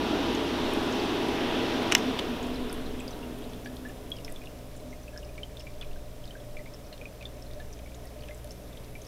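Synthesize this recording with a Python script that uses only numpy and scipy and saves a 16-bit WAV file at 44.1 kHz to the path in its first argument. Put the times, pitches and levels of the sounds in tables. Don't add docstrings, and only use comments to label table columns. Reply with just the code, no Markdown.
import sys
import numpy as np
from scipy import signal
from scipy.fft import rfft, irfft
from scipy.io import wavfile
from scipy.ndimage import map_coordinates

SR = 44100
rng = np.random.default_rng(int(sys.argv[2]) if len(sys.argv) > 2 else 0)


def amplitude_ratio(level_db):
    exponent = np.asarray(level_db, float) / 20
    return 10 ** exponent


def generate_wav(signal):
    frames = np.transpose(np.atleast_2d(signal))
    scaled = np.clip(frames, -1, 1) * 32767
    pcm = np.round(scaled).astype(np.int16)
    wavfile.write(sys.argv[1], SR, pcm)


N = 399987
TIME_S = np.arange(N) / SR
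BINS_HZ = np.maximum(np.fft.rfftfreq(N, 1 / SR), 1)
SWITCH_OFF_S = 1.95
BASIN_HZ, BASIN_WIDTH_HZ = 597, 20

# start_s, level_db
ROTOR = [
    (0, -31),
    (.12, -30),
    (1.97, -30),
    (2.55, -36),
    (3.4, -42.5),
    (4.3, -48.5),
    (5.2, -55.5),
    (9.07, -56),
]
# start_s, share_0_to_1
AWAY = [
    (0, 0.1),
    (1.0, 0.04),
    (4.0, 0.23),
    (4.45, 0.3),
    (4.9, 0.97),
    (7.5, 0.58),
    (8.5, 0.2),
    (9.07, 0.1),
]


def rms_one(x):
    return x / np.sqrt(np.mean(x ** 2) + 1e-20)


def in_time(rows):
    s, *columns = np.transpose(rows)
    return [np.interp(TIME_S, s, c) for c in columns]


def at_hz(points, hz):
    return np.interp(np.log(hz), np.log(np.array(points)[:, 0]), np.array(points)[:, 1])


def drift(per_s):
    knots = rng.standard_normal(400)
    return map_coordinates(knots, [TIME_S * np.clip(per_s, .1, 40)], order=3)


def colored_noise(spectrum, modes=()):
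    level_db = at_hz(spectrum, BINS_HZ)
    for hz, width, boost_db in modes:
        level_db = level_db + boost_db / (1 + (2 * (BINS_HZ - hz) / width) ** 2)
    return rms_one(irfft(rfft(rng.standard_normal(N)) * amplitude_ratio(level_db), N))


def tone(hz, level_db, waver_db):
    level = np.sqrt(2) * amplitude_ratio(level_db + waver_db * drift(2.34))
    return level * np.sin(2 * np.pi * (hz * TIME_S + rng.random()))


def add(out, s, sound):
    i = min(round(s * SR), N)
    out[i:i + len(sound)] += sound[:N - i]


def resonance(x, hz, width):
    r = np.exp(-np.pi * width / SR)
    feedback = [1, -2 * r * np.cos(2 * np.pi * hz / SR), r * r]
    return signal.lfilter(np.array([1, 0, -1]) * (1 - r * r) / 2, feedback, x)


def double_resonance(x, hz, width):
    return resonance(resonance(x, hz, width), hz, 2 * width)


def splat(noise, t, hz, spread, lasts):
    burst = double_resonance(noise * np.exp(-t / lasts), hz, spread * hz)
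    return burst / np.abs(burst).max()


def rotor_change_db():
    air_db, = in_time(ROTOR)
    return air_db - ROTOR[0][1]


def coasting_s():
    return np.maximum(TIME_S - SWITCH_OFF_S, 0)


def fan(patchy_db):
    # pitch_hz, level_db (per Hz)
    fan_air = [(35, -28), (60, -6.5), (101, -18.5), (148, -10.5), (266, -4), (335, 1.5), (542, -8),
               (602, -7.5), (825, -9.5), (1110, -14), (2300, -20), (2560, -17), (3430, -18), (7000, -39.5),
               (9000, -45.5), (11700, -49), (19800, -120)]
    # pitch_hz, width_hz, boost_db
    duct = [(76, 37, -6.5), (240.5, 41, 4), (281, 52, 5), (346, 28, -9), (429, 30, 4), (577, 75, -3.5),
            (624, 74, 2), (846, 24, -8.5), (918, 58, -1), (971, 42, 4.5), (3570, 930, 2.5), (5680, 1240, 5)]
    # pitch_hz, loss_db (per dB of rotor level)
    fade_rate = [(100, 0.05), (250, 1.2), (350, 1.07), (500, 1.02), (1000, 1.35), (3000, 1.5), (7000, 2)]
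    change_db = rotor_change_db()
    bins, out = rfft(colored_noise(fan_air, duct)), 0
    for hz in 62.5 * 2 ** np.arange(0, 8, .5):
        band = np.cos(np.pi / 2 * np.clip(2 * np.log2(BINS_HZ / hz), -1, 1)) ** 2
        gain_db = 0.5 + ROTOR[0][1] + at_hz(fade_rate, hz) * change_db + patchy_db * drift(7.0)
        out = out + amplitude_ratio(gain_db) * irfft(bins * band, N)
    return out


def pipe():
    change_db = rotor_change_db()
    damping_db = -7.5 * np.exp(-coasting_s() / .3)
    stall_db = 2 * np.minimum(change_db + 23, 0)
    sung = double_resonance(rng.standard_normal(N), 251, 11)
    return amplitude_ratio(-35 + damping_db + stall_db + .9 * change_db) * rms_one(sung)


def motor():
    motor_hz = [340.9, 600.3, 828.2, 948.2, 1200.5]
    motor_db = [-39, -49, -46.5, -50.5, -60]
    current = np.exp(-coasting_s() / 0.043)
    return current * sum(tone(hz, db, waver_db=.6) for hz, db in zip(motor_hz, motor_db))


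def blades():
    coast = coasting_s()
    turns = np.cumsum(97.2 * np.exp(-.42 * coast)) / SR
    return np.sqrt(2) * amplitude_ratio(-48 - 9 * coast) * np.sin(2 * np.pi * turns)


def cogging():
    cog_teeth = [6, 7, 8]
    # pitch_hz, width_hz, level_db (rms on top)
    housing = [(735, 110, -60), (935, 100, -59)]
    coast = coasting_s()
    turns = np.cumsum(174 * np.exp(-.31 * coast)) / SR
    lines = sum(amplitude_ratio(4.1 * drift(9)) * np.sin(2 * np.pi * k * turns) for k in cog_teeth)
    lines = np.sqrt(2) * amplitude_ratio(-2.2 * coast) * lines
    return sum(amplitude_ratio(db) * double_resonance(lines, hz, width) for hz, width, db in housing)


def hum():
    mains_odd_db = [-50.5, -62, -63.5, -68, -71, -73, -74, -75, -77, -78, -77]
    appliance_multiples = [1, 3, 7]
    appliance_db = [-52, -53.5, -66]
    mains_hz, appliance_hz = 60.02, 39.53
    throb_period_s, throb_top_s = 2.62, 2.8
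    throb = amplitude_ratio(3.8 * np.cos(2 * np.pi * (TIME_S - throb_top_s) / throb_period_s))
    lowest, *upper = [tone((2 * k + 1) * mains_hz, db, waver_db=.7) for k, db in enumerate(mains_odd_db)]
    appliance = sum(tone(k * appliance_hz, db, waver_db=.9)
                    for k, db in zip(appliance_multiples, appliance_db))
    return throb * lowest + sum(upper) + appliance


def murmur():
    # pitch_hz, level_db (per Hz)
    rumble = [(16, -42), (28, 4.5), (48, -9.5), (124, -8.5), (221, -10.5), (293, -11), (354, -11.5),
              (427, -11.5), (478, -11.5), (588, -6.5), (723, -15), (840, -24), (2500, -29.5), (3250, -67),
              (5500, -120)]
    # pitch_hz, width_hz, boost_db
    room_modes = [(58, 7.8, -8), (121, 30, 4.5), (430, 37, 6.5), (550, 43, 1.5), (720, 51, 6.5),
                  (262, 18, -16)]
    return amplitude_ratio(-49.5 + .6 * drift(8)) * colored_noise(rumble, room_modes)


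def hiss():
    # pitch_hz, level_db (per Hz)
    hiss_color = [(530, -34), (900, -1.5), (1440, -9), (3620, -7.5), (4490, -11.5), (5240, -9),
                  (6990, -12.5), (15100, -15), (15800, -15.5)]
    return amplitude_ratio(-53 + 0.15 * rotor_change_db()) * colored_noise(hiss_color)


def port_hiss():
    color = [(100, 5.5), (600, 1), (2000, -2.5), (3500, -2.5), (6000, 0.5), (14000, -1.0)]
    return amplitude_ratio(-71.5) * colored_noise(color)


def spray():
    # pitch_hz, width_hz, boost_db
    spray_modes = [(9430, 400, 10), (11340, 600, 9), (12400, 300, 5)]
    away, = in_time(AWAY)
    mist = colored_noise([(6000, -40), (9000, -5), (13000, -1), (16000, -38)], spray_modes)
    return amplitude_ratio(-63.5 - 18.5 * away) * mist


def fizz(per_s, level_db):
    strength = amplitude_ratio(3.3 * np.minimum(rng.exponential(1, N), 1.6))
    bursts = strength * rng.choice([-1, 1], N) * (rng.random(N) < per_s / SR)
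    dealt = rng.integers(0, 14, N)
    pitches = np.geomspace(1500, 6000, 14)
    return amplitude_ratio(level_db) * sum(hz ** -.5 * resonance(bursts * (dealt == k) + 1e-18, hz, 0.055 * hz)
                               for k, hz in enumerate(pitches))


def gulps():
    # start_s, peak_db
    air_gulps = [(3.999, -39), (4.305, -40), (5.097, -37), (5.398, -39), (5.488, -37), (5.585, -36),
                 (5.748, -46), (6.04, -48), (6.361, -38), (6.565, -34), (6.715, -35.5), (7.014, -33),
                 (7.069, -50), (7.556, -32), (7.794, -34), (8.154, -34), (8.288, -33), (8.445, -32),
                 (8.594, -38), (8.763, -49)]
    away, = in_time(AWAY)
    note = double_resonance(rng.standard_normal(N), BASIN_HZ, BASIN_WIDTH_HZ)
    out, t = amplitude_ratio(-65 + 12.5 * away) * rms_one(note), np.arange(3000) / SR
    for s, peak_db in air_gulps:
        push = rng.standard_normal(len(t)) * np.exp(-t / 0.005)
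        boom = resonance(resonance(push, BASIN_HZ, 160), BASIN_HZ, BASIN_WIDTH_HZ)
        add(out, s, amplitude_ratio(peak_db - 8.5) * boom / np.abs(boom).max())
    return out


def hand_wobble():
    # pitch_hz, level_db (per Hz)
    shaking = [(3, -45), (7, -20), (12, 0), (17, -6), (24, -21), (34, -40)]
    # start_s, peak_db
    hand_jolts = [
        (.3, -39),
        (.6, -40.5),
        (2.53, -34.5),
        (2.9, -35),
        (4.32, -42.5),
        (5.9, -36),
        (6.58, -40.5),
        (7.48, -43),
    ]
    rise_db_per_s, fall_db_per_s, still_db = 54, 23.5, -49
    jolts = [db - np.maximum(rise_db_per_s * (s - TIME_S), fall_db_per_s * (TIME_S - s))
             for s, db in hand_jolts]
    level_db = np.maximum(np.max(jolts, axis=0), still_db)
    return amplitude_ratio(level_db) * colored_noise(shaking + [(60, -87.0)])


def lid(uneven_db, splat_db):
    # start_s, peak_db, brightness_db_per_octave
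    taps = [(.3478, -49, 18), (0.736, -30.5, -5.5), (1.286, -35.5, -30), (1.8291, -37, -30),
            (2.4681, -42, -20), (2.7282, -27.5, -15), (2.742, -40, 3), (3.8873, -46, -25),
            (4.1032, -42.5, 12), (4.2474, -42, 0), (4.3232, -31, -24), (4.7643, -43, -30),
            (5.809, -48, -25), (8.0552, -41, -20), (8.4445, -42, 5), (8.5176, -42.5, -20)]
    # pitch_hz, level_db, t60_s
    lid_modes = [(7500, -18, .008), (9440, 1, 0.0071), (10600, -4, 0.0067), (11300, -4, .009),
                 (12500, -7, 0.009), (13100, -7, .01)]
    main_hz = lid_modes[1][0]
    out, t = np.zeros(N), np.arange(900) / SR
    for s, peak_db, tilt_db in taps:
        noise, ring = rng.standard_normal(len(t)), 0
        for k, (hz, db, t60) in enumerate(lid_modes):
            bright_db = tilt_db * max(np.log2(hz / main_hz), 0)
            level = amplitude_ratio(db + bright_db + uneven_db * noise[k] - 60 * t / t60)
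            ring = ring + level * np.sin(2 * np.pi * hz * t + noise[-1 - k])
        wet = amplitude_ratio(splat_db) * splat(noise, t, 10000, spread=0.58, lasts=0.0037)
        snap = amplitude_ratio(-5) * splat(noise[::-1], t, 9000, spread=1.2, lasts=0.0003)
        add(out, s, amplitude_ratio(peak_db - 1.5) * ((1 - np.exp(-t / 0.0001)) * ring + wet + snap))
    return out


def drips(rise, splat_db, partner_db):
    # start_s, peak_db, pitch_hz
    specks = [(.3497, -34, 6500), (.9245, -35, 6550), (0.999, -31, 4470), (2.429, -38, 6680),
              (2.4693, -45, 7500), (2.559, -35, 4050), (2.8619, -39.5, 4070), (3.001, -36, 7700),
              (3.0793, -32.5, 4850), (3.1082, -40, 5940), (3.6717, -45, 4690), (3.8876, -45, 7110),
              (4.1662, -41, 5000), (4.3006, -45, 7900), (4.7656, -45, 7190), (4.801, -48, 4050),
              (6.2534, -45, 4870), (6.9274, -38, 4090), (7.4642, -46, 4140), (7.6, -44.5, 3700),
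              (7.728, -41, 5990), (7.9446, -47, 3790), (7.9486, -43, 6770), (8.0729, -50, 4580),
              (8.2074, -44.5, 4480), (8.3456, -43, 7700), (8.5177, -44, 6240), (8.7294, -46, 3540),
              (9.018, -38.5, 6290), (9.0462, -45.5, 6270), (3.648, -43, 5750), (4.9059, -48, 5650),
              (5.0324, -49, 5900), (6.855, -52, 5500), (6.868, -48, 5500), (6.94, -47, 4000)]
    # start_s, peak_db
    nozzle = [(2.5433, -41), (2.6964, -37.5), (4.2472, -33), (5.1757, -34), (5.1913, -47), (5.2479, -43),
              (5.5961, -37), (5.6091, -37), (5.6232, -48), (6.738, -42), (6.7446, -43), (7.4232, -39),
              (7.735, -43), (8.072, -47), (8.508, -35), (9.0671, -40)]
    # start_s, peak_db, pitch_hz
    middling = [(2.993, -38, 3220), (3.1298, -38.5, 3820), (3.2301, -38.5, 2780), (3.421, -43, 3250),
                (3.4405, -42, 3880), (3.5341, -41.5, 3380), (3.66, -45, 3300), (3.893, -47, 2860),
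                (4.117, -25.5, 3290), (4.1702, -43, 3060), (4.1856, -41.5, 2820), (4.3604, -37, 3390),
                (4.457, -39, 3540), (4.4715, -40, 2750), (5.2288, -43, 2820), (5.432, -30.5, 3090),
                (5.5702, -37.5, 3540), (5.605, -43, 2820), (5.8122, -32, 3350), (5.8221, -38, 2950),
                (5.9117, -46, 2740), (6.2405, -43, 3170), (6.2765, -42, 3720), (6.308, -40.5, 3080),
                (6.401, -49, 3360), (6.931, -43, 2780), (7.254, -27.5, 3530), (7.5112, -45, 3600),
                (8.2355, -41, 2970), (8.7728, -43, 3200), (8.836, -48, 2780), (8.771, -46, 3600),
                (6.603, -50, 2110)]
    # start_s, peak_db, pitch_hz
    plops = [(3.0052, -35, 2550), (3.6583, -37, 1640), (3.851, -36.5, 1700), (3.8937, -45, 1750),
             (4.2914, -47, 1900), (4.4159, -44.5, 2420), (4.9278, -44, 2100), (5.0796, -42.5, 2580),
             (5.1322, -49, 1640), (5.1616, -40, 1620), (5.2889, -50, 2440), (5.3798, -37.5, 2270),
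             (5.6685, -38, 2330), (5.827, -40, 2470), (5.9589, -49, 1570), (6.3511, -42, 1580),
             (6.5682, -35.5, 2320), (6.5915, -42, 1990), (6.6579, -42, 2150), (6.672, -47, 2270),
             (7.0132, -38.5, 2420), (7.0548, -35.5, 2420), (7.2097, -41, 2500), (7.2255, -40, 2330),
             (7.5988, -44.5, 1695), (7.8595, -43.5, 2210), (7.9189, -49, 2370), (8.05, -49.5, 1870),
             (8.308, -39.5, 2040), (8.9526, -40, 2320)]
    fine_hz, big_hz = 4000, 3300
    ring_cycles, fine_cycles, shortest_t60_s = 54, 61, 0.0069
    rim_echo_s, rim_echo_db = .0052, -6.5
    out, t = np.zeros(N), np.arange(4000) / SR
    from_nozzle = [(s, db, 5300 * (1 + 0.014 * rng.standard_normal())) for s, db in nozzle]
    for s, peak_db, hz in from_nozzle + list(plops) + list(middling) + list(specks):
        noise = rng.standard_normal(len(t))
        deep = amplitude_ratio(.6 * max(peak_db + 37, 0)) if hz < fine_hz else fine_cycles / ring_cycles
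        t60_s = max(min(deep, 1) * max(big_hz / hz, 1) * ring_cycles / hz, shortest_t60_s)
        swell = (1 - np.exp(-t * hz / 2.5 / deep)) ** max(deep, 1) * amplitude_ratio(-60 * t / t60_s)
        swell = swell / swell.max()
        turns = hz * (t + rise * t ** 2)
        partner = amplitude_ratio(partner_db) * np.sin(2 * np.pi * turns * (1 + 0.065 * noise[0]) + noise[1])
        bubble = swell * (np.sin(2 * np.pi * turns) + partner)
        impact = amplitude_ratio(splat_db) * splat(noise, t, hz, spread=0.89, lasts=0.00045)
        spatter = amplitude_ratio(-6) * splat(noise[::-1], t, hz, spread=0.27, lasts=0.007)
        add(out, s + rim_echo_s, amplitude_ratio(peak_db - 3.5 + rim_echo_db + 1.3 * noise[2]) * bubble)
        add(out, s, amplitude_ratio(peak_db - 2.5) * (bubble + (impact + spatter) / max(deep, 1)))
    return out


def ticks():
    # start_s, peak_db, pitch_hz (centre)
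    spatter = [(.8325, -45, 11000), (3.387, -47.5, 11500), (3.7605, -47, 11000), (3.7665, -40, 3600),
               (4.2473, -44, 3140), (4.2788, -37.5, 2120), (4.5878, -49, 4950), (5.357, -50, 3090),
               (5.378, -44, 2400), (5.6002, -43, 3450), (5.6144, -51, 2700), (5.7389, -48, 3320),
               (5.8454, -47, 2820), (5.9317, -48, 3560), (6.255, -46, 4130), (6.9778, -44, 3450),
               (7.2254, -43, 3280), (7.3834, -53, 1880), (7.533, -45.5, 3860), (7.705, -53, 2400),
               (7.792, -47, 2420), (7.8744, -52, 1980), (8.2217, -46, 2650), (8.256, -49, 10200),
               (8.285, -41, 2600), (8.3756, -49, 6800), (8.845, -50, 4500), (6.925, -46, 2050),
               (8.71, -52.5, 1900), (8.5075, -46, 3060), (5.181, -48, 1600), (5.815, -48, 1300),
               (5.829, -48, 1400), (4.4365, -47, 2300), (2.7, -41, 1400), (8.29, -46, 1700),
               (4.775, -48, 7500), (3.659, -41, 2300), (6.742, -49, 1400), (9.05, -48, 5000)]
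    out, t = np.zeros(N), np.arange(900) / SR
    for s, peak_db, hz in spatter:
        burst = splat(rng.standard_normal(len(t)), t, hz, spread=0.36, lasts=0.0039)
        add(out, s, amplitude_ratio(peak_db + 2.0) * burst)
    return out


def rattling_contacts(contacts, modes):
    out, t = np.zeros(N), np.arange(1500) / SR
    for s, peak_db, tilt_db, rattle_s in contacts:
        attack = 1 - np.exp(-t / 0.00032)
        burst = rng.standard_normal(len(t)) * attack * np.exp(-t / max(rattle_s, 1e-4))
        body = 0
        for k, (hz, width, db) in enumerate(modes):
            level = (-1) ** k * amplitude_ratio(db + tilt_db * np.log2(hz / 3000))
            body = body + level * resonance(burst, hz, width)
        add(out, s, amplitude_ratio(peak_db) * body / np.abs(body).max())
    return out


def switch_off():
    # start_s, peak_db, brightness_db_per_octave, rattle_s
    contacts = [
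        (1.9148, -20.5, -2, 0.0036),
        (1.9212, -11, -0.5, .001),
        (1.9222, -9, -2.5, 0.00036),
        (1.924, -14, -8, 0.0011),
        (1.927, -18, -3, 0.0022),
        (1.9492, -13, 5, .0006),
        (1.9499, -2.5, 1.5, 0.00065),
        (1.9508, -2.5, -2, .0007),
        (1.9528, -12.5, -7, 0.0029),
        (1.978, -33, 9, 0.0072),
    ]
    # pitch_hz, width_hz, level_db
    switch_body = [(630, 210, -16.5), (1330, 330, -8.5), (1980, 450, -1.5), (2920, 260, 1), (3820, 350, -8),
                   (5500, 390, -4.5), (6240, 450, -4), (7200, 1300, -13.5), (8750, 1300, -16),
                   (12600, 5900, -26)]
    return rattling_contacts(contacts, switch_body)


def switch_release():
    # start_s, peak_db, brightness_db_per_octave, rattle_s
    contacts = [
        (2.1898, -18, -2, .0012),
        (2.1925, -17.5, -2, 0.0011),
        (2.195, -22.5, -4, 0.0013),
    ]
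    # pitch_hz, width_hz, level_db
    rocker = [(700, 370, -7), (1900, 1100, -6), (3200, 500, 3.5), (4500, 900, -4.5), (5900, 700, -7),
              (8500, 2500, -19), (13000, 3000, -20)]
    return rattling_contacts(contacts, rocker)


def snaps():
    # start_s, peak_db
    skins = [(2.4405, -44), (2.7275, -40), (3.079, -40), (3.2295, -43), (3.534, -44), (3.6585, -42),
             (4.247, -42), (4.4565, -44), (4.729, -46), (4.8, -49), (5.3778, -45), (5.811, -43.5),
             (5.8215, -43), (6.657, -46), (6.737, -46), (7.5995, -46), (7.79, -43), (7.9445, -46),
             (8.0715, -47), (8.2855, -44), (8.4445, -42), (8.4745, -45), (8.5075, -45), (8.77, -47),
             (8.7995, -50)]
    out, t = np.zeros(N), np.arange(600) / SR
    for s, peak_db in skins:
        add(out, s, amplitude_ratio(peak_db) * splat(rng.standard_normal(len(t)), t, 3000, spread=1.0, lasts=0.0013))
    return out


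def booth(x, wet_db):
    t = np.arange(9000) / SR
    hits = rng.standard_normal(len(t)) * (rng.random(len(t)) < .06) * (t > .003)
    echoes = signal.lfilter([1], [1, -.35], hits * amplitude_ratio(-60 * t / .13))
    return x + amplitude_ratio(wet_db) * signal.fftconvolve(x, echoes / np.linalg.norm(echoes))[:N]


def scene():
    machine = fan(patchy_db=1.0) + pipe() + motor() + blades() + cogging()
    background = hum() + murmur() + hiss() + spray() + hand_wobble()
    water = fizz(per_s=70, level_db=10) + gulps() + lid(uneven_db=0.8, splat_db=-10.5)
    water = water + drips(rise=1.23, splat_db=-4, partner_db=-12) + ticks() + snaps()
    switch = booth(switch_off() + switch_release(), wet_db=-21)
    mid = machine + background + switch + booth(water, wet_db=-16)
    side = port_hiss()
    return np.array([mid + side, mid - side])


def band_limit(x):
    return signal.sosfilt(signal.butter(12, 16650, fs=SR, output="sos"), x)


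def record(dry):
    top_cut = signal.cheby2(12, 60, 16550, fs=SR, output="sos")
    mix = signal.sosfilt(top_cut, dry)
    return band_limit(mix)


dry = scene()
out = record(dry)
generate_wav(out)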